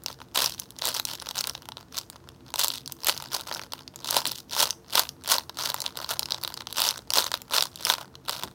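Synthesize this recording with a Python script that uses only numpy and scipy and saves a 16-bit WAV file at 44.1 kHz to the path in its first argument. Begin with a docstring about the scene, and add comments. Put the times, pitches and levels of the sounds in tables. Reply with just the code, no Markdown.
"""A small plastic bag of beads and paper, squeezed and folded by two hands, close up at a table.
Each squeeze or change of grip builds up, holds and lets go; its strain drives a crackle of creases
and a soft rubbing. Large creases buckle in single snaps, the packed bag adds a hollow body, and
fingertips land with a few dull bumps. The table and a small furnished room answer faintly over a
low hum."""
import sys
import numpy as np
from scipy import signal
from scipy.fft import rfft, irfft
from scipy.io import wavfile
from scipy.ndimage import uniform_filter1d

SR = 44100
rng = np.random.default_rng(int(sys.argv[2]) if len(sys.argv) > 2 else 0)


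def log_audio(samples):
    """Write samples as a 16-bit WAV file to the path given in sys.argv[1]."""
    # one column per channel
    frames = np.atleast_2d(samples).T
    # limit to full scale, then quantise
    limited = np.clip(frames, -1, 1)
    pcm = np.round(limited * 32767).astype(np.int16)
    wavfile.write(sys.argv[1], SR, pcm)


N = 376658

# hollow colour of the packed bag: f/Hz, level/dB
BODY_COLOUR = [(100, -29), (260, -18), (400, -16), (560, -5), (680, -6.5), (790, -5.5), (890, 0.5),
               (1060, -3.5), (1400, -5), (1800, -14), (2500, -19.5), (5000, -54)]
# bright colour of the ringing film: f/Hz, level/dB
FILM_COLOUR = [(400, -71), (1500, -9), (2350, -8.5), (2750, -2), (3700, 0), (5300, 0), (6500, -1),
               (8000, -18), (12000, -6)]
TAPS = 512  # samples in one snap
SNAP_TIME, SNAP_HZ = np.arange(TAPS) / SR, np.fft.rfftfreq(TAPS, 1 / SR)
TIME = np.arange(N) / SR


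def snaps(body_db=-0.1, ring_db=1.76, edge_db=0.4, facet_hz=3746, hollow_db_per_octave=65.5):
    """Large creases buckle one at a time; a broad facet rings lower and pushes more air."""
    # t/s, level/dB over 1 ms, hollow body/dB, crisp edge/dB (both relative to level; all before trims)
    large_creases = [(0.0367, -52, -27, 17.5), (0.0616, -19, -10.5, -9), (0.0834, -27.5, -9, -9),
                     (0.1017, -40.5, 9, -7), (0.128, -36, -14, -4), (0.3758, -16, -7.5, -22),
                     (0.4597, -15.5, -32, -8), (0.5982, -26, -39, 3), (0.7061, -39.5, -12, 4),
                     (0.788, -31, -60, -5), (0.821, -21, -7, -23), (0.8541, -26, -19, 8.5),
                     (0.872, -29, -24, 7), (0.998, -18, -7, -4), (1.0523, -23, -14, 4),
                     (1.1997, -30, -23, -9), (1.289, -25.5, -37, -6), (1.3107, -25.5, -5, -6),
                     (1.389, -18.5, -36, -21), (1.4087, -19.5, -14, -1.5), (1.4408, -21, -13, -10),
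                     (1.4718, -24.5, -21, 4), (1.4961, -21, -34, -6), (1.5513, -26.5, -5.5, -18),
                     (1.6881, -33, 4.5, -1), (1.72, -31.5, -2, -17), (1.7704, -30, -4, -14),
                     (1.979, -22, -10, -7), (1.9853, -21.5, -24, -3), (2.1, -39, -1, 7.5),
                     (2.163, -42.5, -13, -11), (2.289, -37, -3.5, -6), (2.54, -25, 2, 1),
                     (2.5586, -23, -5, -3), (2.5938, -23, -0.5, 5), (2.639, -23, -22, 1),
                     (2.6451, -18, -2.5, 5), (2.6824, -22, -11, 6), (2.703, -19.5, -12, -18),
                     (2.86, -31, -31, -9), (2.8767, -28.5, -13, -1), (2.922, -31.5, -50, 6.5),
                     (3.046, -25, -15, 3), (3.069, -24.5, -3, 11), (3.0851, -20, 3.5, 6),
                     (3.0956, -13, -4, -6), (3.1768, -26.5, -32, -4), (3.348, -22.5, -14, -4.5),
                     (3.4102, -29.5, -8, -2), (3.5254, -25, -10, -14), (3.548, -24.5, -32, -6),
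                     (3.722, -28.5, -9, -8), (3.7346, -25.5, -0.5, -4.5), (3.878, -30.5, -18, -20.5),
                     (3.9593, -37, -5, 7.5), (4.0451, -26.5, -11, -5), (4.1087, -19.5, -7, 5),
                     (4.1669, -12.5, 0, -1.5), (4.2546, -18, -5.5, -7), (4.2664, -20.5, -10, -7),
                     (4.2735, -31, -6, 12.5), (4.3174, -23.5, -9, -0.5), (4.6051, -16, -6, -1),
                     (4.6288, -19, 3.5, 4), (4.7068, -15, -31, -8.5), (4.9547, -12, -18, -6),
                     (4.9788, -14, 0.5, -7), (4.9946, -10.5, -16, 0), (5.0911, -24.5, -25, -7.5),
                     (5.238, -40.5, -10, 4), (5.2758, -32, -11, 3), (5.383, -16, -5.5, -10),
                     (5.4954, -28.5, -1.5, -11), (5.658, -18.5, -18, -6), (5.7013, -19, -11, -5),
                     (5.7433, -25, 6, 5.5), (5.804, -26, -14, 2), (5.8184, -23, -29, -3),
                     (5.863, -17.5, -13, -11), (5.972, -27, -10, -0.5), (6.045, -24, -7, -16),
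                     (6.1938, -18, -10, 1), (6.2305, -22, -16, -12), (6.2573, -25, -16, -9),
                     (6.3074, -22.5, -11, -11), (6.321, -14.5, -14.5, -18), (6.345, -22.5, -7, -12),
                     (6.4364, -23, -10, -0.5), (6.4482, -20.5, -8, -10), (6.4766, -24, -6, -5),
                     (6.5412, -28, -19, -4), (6.575, -28, -3, -27), (6.6072, -29, -3.5, -13),
                     (6.6706, -25.5, -5, -11), (6.7269, -28, -13, 0.5), (6.8188, -13, -8.5, -2.5),
                     (6.889, -12.5, -33, -10), (6.9086, -19.5, -18, -4), (6.9782, -32, -11, 2),
                     (7.1044, -16.5, -12.5, -6), (7.1367, -15.5, -11, -1), (7.1841, -9, -7.5, -26),
                     (7.2659, -21.5, -5, -10), (7.317, -23.5, 0.5, -2), (7.3407, -16, -3, -11),
                     (7.4184, -37.5, -4, 6), (7.5819, -11.5, -9.5, -28), (7.608, -14, -18, -12),
                     (7.6245, -14, -9.5, -3), (7.7582, -30.5, -22.5, -1.5), (7.8511, -14.5, -32, -3),
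                     (7.9, -11, -1.5, -7), (7.9378, -17.5, -4, -4.5), (8.1542, -34.5, -8.5, -22),
                     (8.2839, -24.5, 0, -7), (8.2946, -19, -1.5, -3.5), (8.331, -27, -6, -10),
                     (8.4348, -24.5, -1.5, -0.5)]
    times, level, hollow, crisp = np.transpose(large_creases)
    ring_hz = facet_hz * 2 ** (-hollow / hollow_db_per_octave)
    body, ring, edge = creases(ring_hz, width_hz=1410, tilt_db=3.5)
    sounds = amp(hollow + body_db)[:, None] * body + amp(ring_db) * ring
    sounds += amp(crisp + edge_db)[:, None] * edge
    sounds *= amp(level)[:, None] * np.sqrt(SR / 1000)
    out = np.zeros(N)
    for s, sound in zip(times, sounds):
        add(out, s, sound)
    return out


def crackle(full_per_s=2300, full_db=-23.5, db_per_decade=23.0, size_spread_db=9.5,
            body_db=-5, edge_db=-5, edge_follow=0.15, colour_spread_db=3.5, variants=96):
    """Small creases: the harder the squeeze, the more of them flip and the larger and crisper they are."""
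    strain_db, hollow_db = hand_strain()
    flips_per_s = full_per_s * 10 ** (np.minimum(strain_db - full_db, 0) / db_per_decade)
    at = np.flatnonzero(rng.random(N) < flips_per_s / SR)
    size_draw, body_draw, edge_draw = rng.standard_normal((N, 3))[at].T
    size = amp(size_spread_db * np.minimum(size_draw, 2))
    # neighbouring creases share the strain that the fingers put in
    energy = np.zeros(N)
    energy[at] = size ** 2
    expected_energy = np.mean(size ** 2) * flips_per_s / SR
    shared_energy = .9 * uniform_filter1d(energy, size=1000) + .1 * expected_energy
    size *= amp(strain_db[at]) / np.sqrt(shared_energy[at])
    size *= rng.choice([-1, 1], N)[at]  # a crease flips inwards or outwards
    body, ring, edge = creases(ring_hz=4350 * np.exp(0.19 * rng.standard_normal(variants)))
    kind = rng.integers(0, variants, N)[at]
    body_gain = amp(hollow_db[at] + body_db + colour_spread_db * body_draw)
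    edge_gain = amp(edge_db + edge_follow * (strain_db[at] - full_db) + colour_spread_db * edge_draw)
    sounds = ring[kind] + body_gain[:, None] * body[kind] + edge_gain[:, None] * edge[kind]
    out = np.zeros(N)
    for index, sound in zip(at, size[:, None] * sounds):
        add(out, index / SR, sound)
    return out


def creases(ring_hz, width_hz=1500, tilt_db=4.0, body_spread=0.073):
    """Body, ring and edge of one crease per pitch; each facet has its own resonance and sharpness."""
    # colour of a snap's sharp edge: f/Hz, level/dB
    edge_colour = [(700, -40), (2000, -33), (5500, -3), (7400, 3), (11400, 0), (15500, 0.8), (18400, -76)]
    count = len(ring_hz)
    tilt_draw, pocket_draw = rng.standard_normal((2, count, 1))
    facet_db = -10 * np.log10(1 + (2 * (SNAP_HZ - ring_hz[:, None]) / width_hz) ** 2)
    slope_db = tilt_db * tilt_draw * np.log2(1 + SNAP_HZ / ring_hz[:, None])
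    pocket_size = np.exp(body_spread * pocket_draw)  # the air pocket changes with the grip
    body = buckle(curve(BODY_COLOUR, SNAP_HZ * pocket_size), count, flutter=1.35, flutter_s=.0018)
    ring = buckle(curve(FILM_COLOUR, SNAP_HZ) + facet_db, count, flutter=1.5, flutter_s=.0008)
    edge = buckle(curve(edge_colour, SNAP_HZ) + slope_db, count, flutter=1.2, flutter_s=.0007)
    return body, ring, edge


def buckle(colour_db, count, flutter, flutter_s):
    """Creases flip: one kick each, then a short random flutter of the sheet."""
    kick = flutter * unit(rng.standard_normal((count, TAPS)) * np.exp(-SNAP_TIME / flutter_s))
    kick[:, 0] += 1
    return unit(irfft(rfft(kick) * pulse_spectrum(colour_db)))


def hand_strain(squeeze_release_s=0.088, grip_attack_s=0.051, grip_release_s=0.072,
                rest_db=-66.5, rest_hollow_db=6.5):
    """Squeezes and grips add up to the strain on the film and set how hollow it sounds, both in dB."""
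    # the hands bear down: t/s at full force, attack/s, hold/s, level/dB, hollowness/dB
    squeezes = [(0.355, 0.019, 0.097, -27, -2), (0.857, .11, 0.033, -29.5, -2),
                (2.591, 0.046, 0.042, -26.5, -6.5), (3.081, 0.088, .01, -25.5, -3.5),
                (4.167, 0.2, 0.012, -27, 0), (4.602, 0.11, 0.027, -23, -2),
                (4.957, 0.078, 0.037, -25.5, -1), (5.313, .075, 0.014, -20.5, 0),
                (6.776, 0.045, .1, -27, -3), (7.162, 0.074, 0.028, -24.5, -1),
                (7.539, 0.051, 0.042, -25.5, 0), (7.898, 0.15, 0.011, -26, -1.5)]
    # the fingers shift and turn the bag: t/s at full force, hold/s, level/dB, hollowness/dB
    grips = [(0.085, .04, -47, -1), (0.212, 0.011, -50, 5.5), (0.486, 0.057, -41, -12.5),
             (0.586, 0.037, -46, -4.5), (0.948, 0.026, -31, -5.5), (1.082, 0.062, -37, -5),
             (1.215, 0.084, -40.5, 1), (1.369, 0.025, -32, -1), (1.448, 0.042, -42, 3),
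             (1.532, 0.14, -51.5, 2.5), (1.784, 0.026, -52, 5.5), (1.947, 0.04, -38, -2.5),
             (2.131, 0.036, -57, 5), (2.474, 0.027, -53, 4), (2.724, 0.048, -36.5, -11),
             (2.902, 0.023, -52, 2), (3.153, 0.11, -44, 0), (3.337, 0.018, -30.5, -1),
             (3.396, 0.026, -43.5, 2), (3.474, 0.15, -41, 3), (3.754, 0.046, -50, 2),
             (4.068, 0.022, -34, -6.5), (4.269, 0.034, -35.5, -11), (4.339, 0.051, -41.5, -11),
             (4.525, .015, -33, -6.5), (4.665, 0.036, -42, 3), (5.587, .11, -33.5, 0.5),
             (5.727, 0.16, -44, 2.5), (5.965, 0.068, -42, 3), (6.104, 0.0073, -29, 1),
             (6.153, 0.205, -48.5, 5), (6.377, 0.24, -48, 1.5), (6.706, 0.015, -44, -3.5),
             (6.936, .06, -47.5, 4), (7.213, 0.044, -33, 1.5), (7.344, 0.004, -35, -3),
             (7.616, 0.03, -36.5, -2), (7.98, 0.035, -43.5, 6), (8.285, 0.071, -37, -1.5),
             (8.369, 0.09, -43, 3), (8.516, .01, -53.5, 4)]
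    moves = [(s, attack, hold, squeeze_release_s, db, hollow) for s, attack, hold, db, hollow in squeezes]
    moves += [(s, grip_attack_s, hold, grip_release_s, db, hollow) for s, hold, db, hollow in grips]
    strain = amp(rest_db) ** 2  # the bag merely held
    weighted_hollow = strain * rest_hollow_db
    for *shape, hollow in moves:
        power = stroke(*shape)
        strain += power
        weighted_hollow += hollow * power
    return 10 * np.log10(strain), weighted_hollow / strain


def stroke(s, attack_s, hold_s, release_s, db, range_db=30):
    """Power of one hand movement: it swells by range_db over the attack, holds and lets go."""
    away = np.maximum(s - TIME, 0) / attack_s + np.maximum(TIME - s - hold_s, 0) / release_s
    return amp(db - range_db * np.minimum(away, 4)) ** 2


def rubbing(body_db=-59, film_db=-56, body_follow=0.77, film_follow=0.78, hollow_share=0.86,
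            grain_db=11.0, slips_per_s=2500, light_touch_db=-42):
    """Paper and fingers slide on the film: tiny dense slips sound body and film, louder with pressure."""
    strain_db, hollow_db = hand_strain()
    press_db = strain_db - light_touch_db
    layers = [(BODY_COLOUR, body_db + body_follow * press_db + hollow_share * hollow_db),
              (FILM_COLOUR, film_db + film_follow * press_db)]
    out = np.zeros(N)
    for colour, db in layers:
        slips = (rng.random(N) < slips_per_s / SR) * rng.choice([-1, 1], N)
        sizes = amp(grain_db * np.minimum(rng.standard_normal(N), 2.5))
        friction = unit(slips * sizes) * np.sqrt(N) * amp(db)
        tick = unit(irfft(pulse_spectrum(curve(colour, SNAP_HZ))))
        out += signal.oaconvolve(friction, tick)[:N]
    return out


def finger_bumps(band_hz=(90, 330), decay_s=.025):
    """Fingertips land on the bag with a short dull push."""
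    # soft landings: t/s, peak level/dB
    landings = [(0.877, -39), (4.163, -50), (4.27, -35), (4.627, -42), (8.436, -30.5)]
    t, out = np.arange(SR // 10) / SR, np.zeros(N)
    dull = signal.butter(2, band_hz, "band", fs=SR, output="sos")
    for s, db in landings:
        push = signal.sosfilt(dull, rng.standard_normal(len(t)) * np.exp(-t / decay_s))
        add(out, s, amp(db) * push / abs(push).max())
    return out


def room(x, near_db=-16, near_s=.003, tail_db=-18.5, echoes_per_s=4000):
    """Quick scatter from table, hands and chest, then the soft tail of the room."""
    # reverb time of the room: f/Hz, T60/s
    reverb_times = [(200, 0.23), (1000, 0.32), (4000, 0.17), (8000, 0.29), (16000, 0.29)]
    t = np.arange(SR // 2) / SR
    scatter, walls = rng.standard_normal((2, len(t))) * (rng.random((2, len(t))) < echoes_per_s / SR)
    near = unit(scatter * (t > .0015) * np.exp(-t / near_s))
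    hz, frame_s, bands = signal.stft(walls * (t > .006), SR, nperseg=256)
    bands *= 1000 ** (-frame_s / curve(reverb_times, hz)[:, None])
    tail = unit(signal.istft(bands, SR, nperseg=256)[1][:len(t)])
    return signal.fftconvolve(x, amp(near_db) * near + amp(tail_db) * tail)[:N]


def room_tone():
    """Low rush of air with a few narrow drones, as of a fan."""
    # broad bed of air: f/Hz, level/dB per Hz
    air = [(20, -106), (40, -101), (56, -79), (100, -76), (160, -81.5), (220, -83), (400, -89.5),
           (600, -90.5), (950, -94.5), (1500, -99), (2200, -107), (4500, -107), (8000, -112), (16000, -117)]
    # drones: f/Hz, width/Hz, level/dB per Hz
    hum = [(81, 20, -83), (134.6, 12, -70), (190, 25, -80), (258.6, 19.4, -74.5), (340.4, 31, -76.5),
           (455, 30, -80)]
    hz = np.fft.rfftfreq(N, 1 / SR)
    drones = sum(amp(db) ** 2 * np.exp(-(2 * (hz - centre) / width) ** 2) for centre, width, db in hum)
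    density = amp(curve(air, hz)) ** 2 + drones
    return irfft(rfft(rng.standard_normal(N)) * np.sqrt(density * SR / 2), N)


def pulse_spectrum(colour_db):
    """Spectrum of the sharpest (minimum-phase) pulse that has this colour."""
    log_gain = np.maximum(colour_db, -80) * np.log(10) / 20
    cepstrum = irfft(log_gain)
    cepstrum[..., 1:TAPS // 2] *= 2
    cepstrum[..., TAPS // 2 + 1:] = 0
    return np.exp(rfft(cepstrum))


def amp(db):
    """Decibels to gain."""
    return 10 ** (np.asarray(db) / 20)


def unit(x):
    """Scales each row to energy 1."""
    return x / np.sqrt(np.sum(x ** 2, -1, keepdims=True) + 1e-20)


def curve(points, hz):
    """Reads a table on a log-frequency axis."""
    f, value = np.transpose(points)
    return np.interp(np.log(hz + 1), np.log(f), value)


def add(mix, s, sound):
    """Mixes a sound in at time s."""
    part = mix[max(round(s * SR), 0):][:len(sound)]
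    part += sound[:len(part)]


def scene(low_cut_hz=230):
    """The bag in its room; the snaps, crackle and rubbing carry little bass below about 230 Hz."""
    low_cut = signal.butter(3, low_cut_hz, "high", fs=SR, output="sos")
    film = signal.sosfilt(low_cut, snaps() + crackle() + rubbing())
    bag = film + finger_bumps()
    return (bag + room(bag) + room_tone())[None]


def record(dry, ceiling=0.9, high_cut_hz=16300):
    """The microphone rounds off the very loudest snaps; a high cut trims the top."""
    rounded = ceiling * np.tanh(dry / ceiling)
    high_cut = signal.firwin(255, high_cut_hz, window=("kaiser", 9), fs=SR)
    return signal.oaconvolve(rounded, high_cut[None], "same")


dry = scene()
out = record(dry)
log_audio(out)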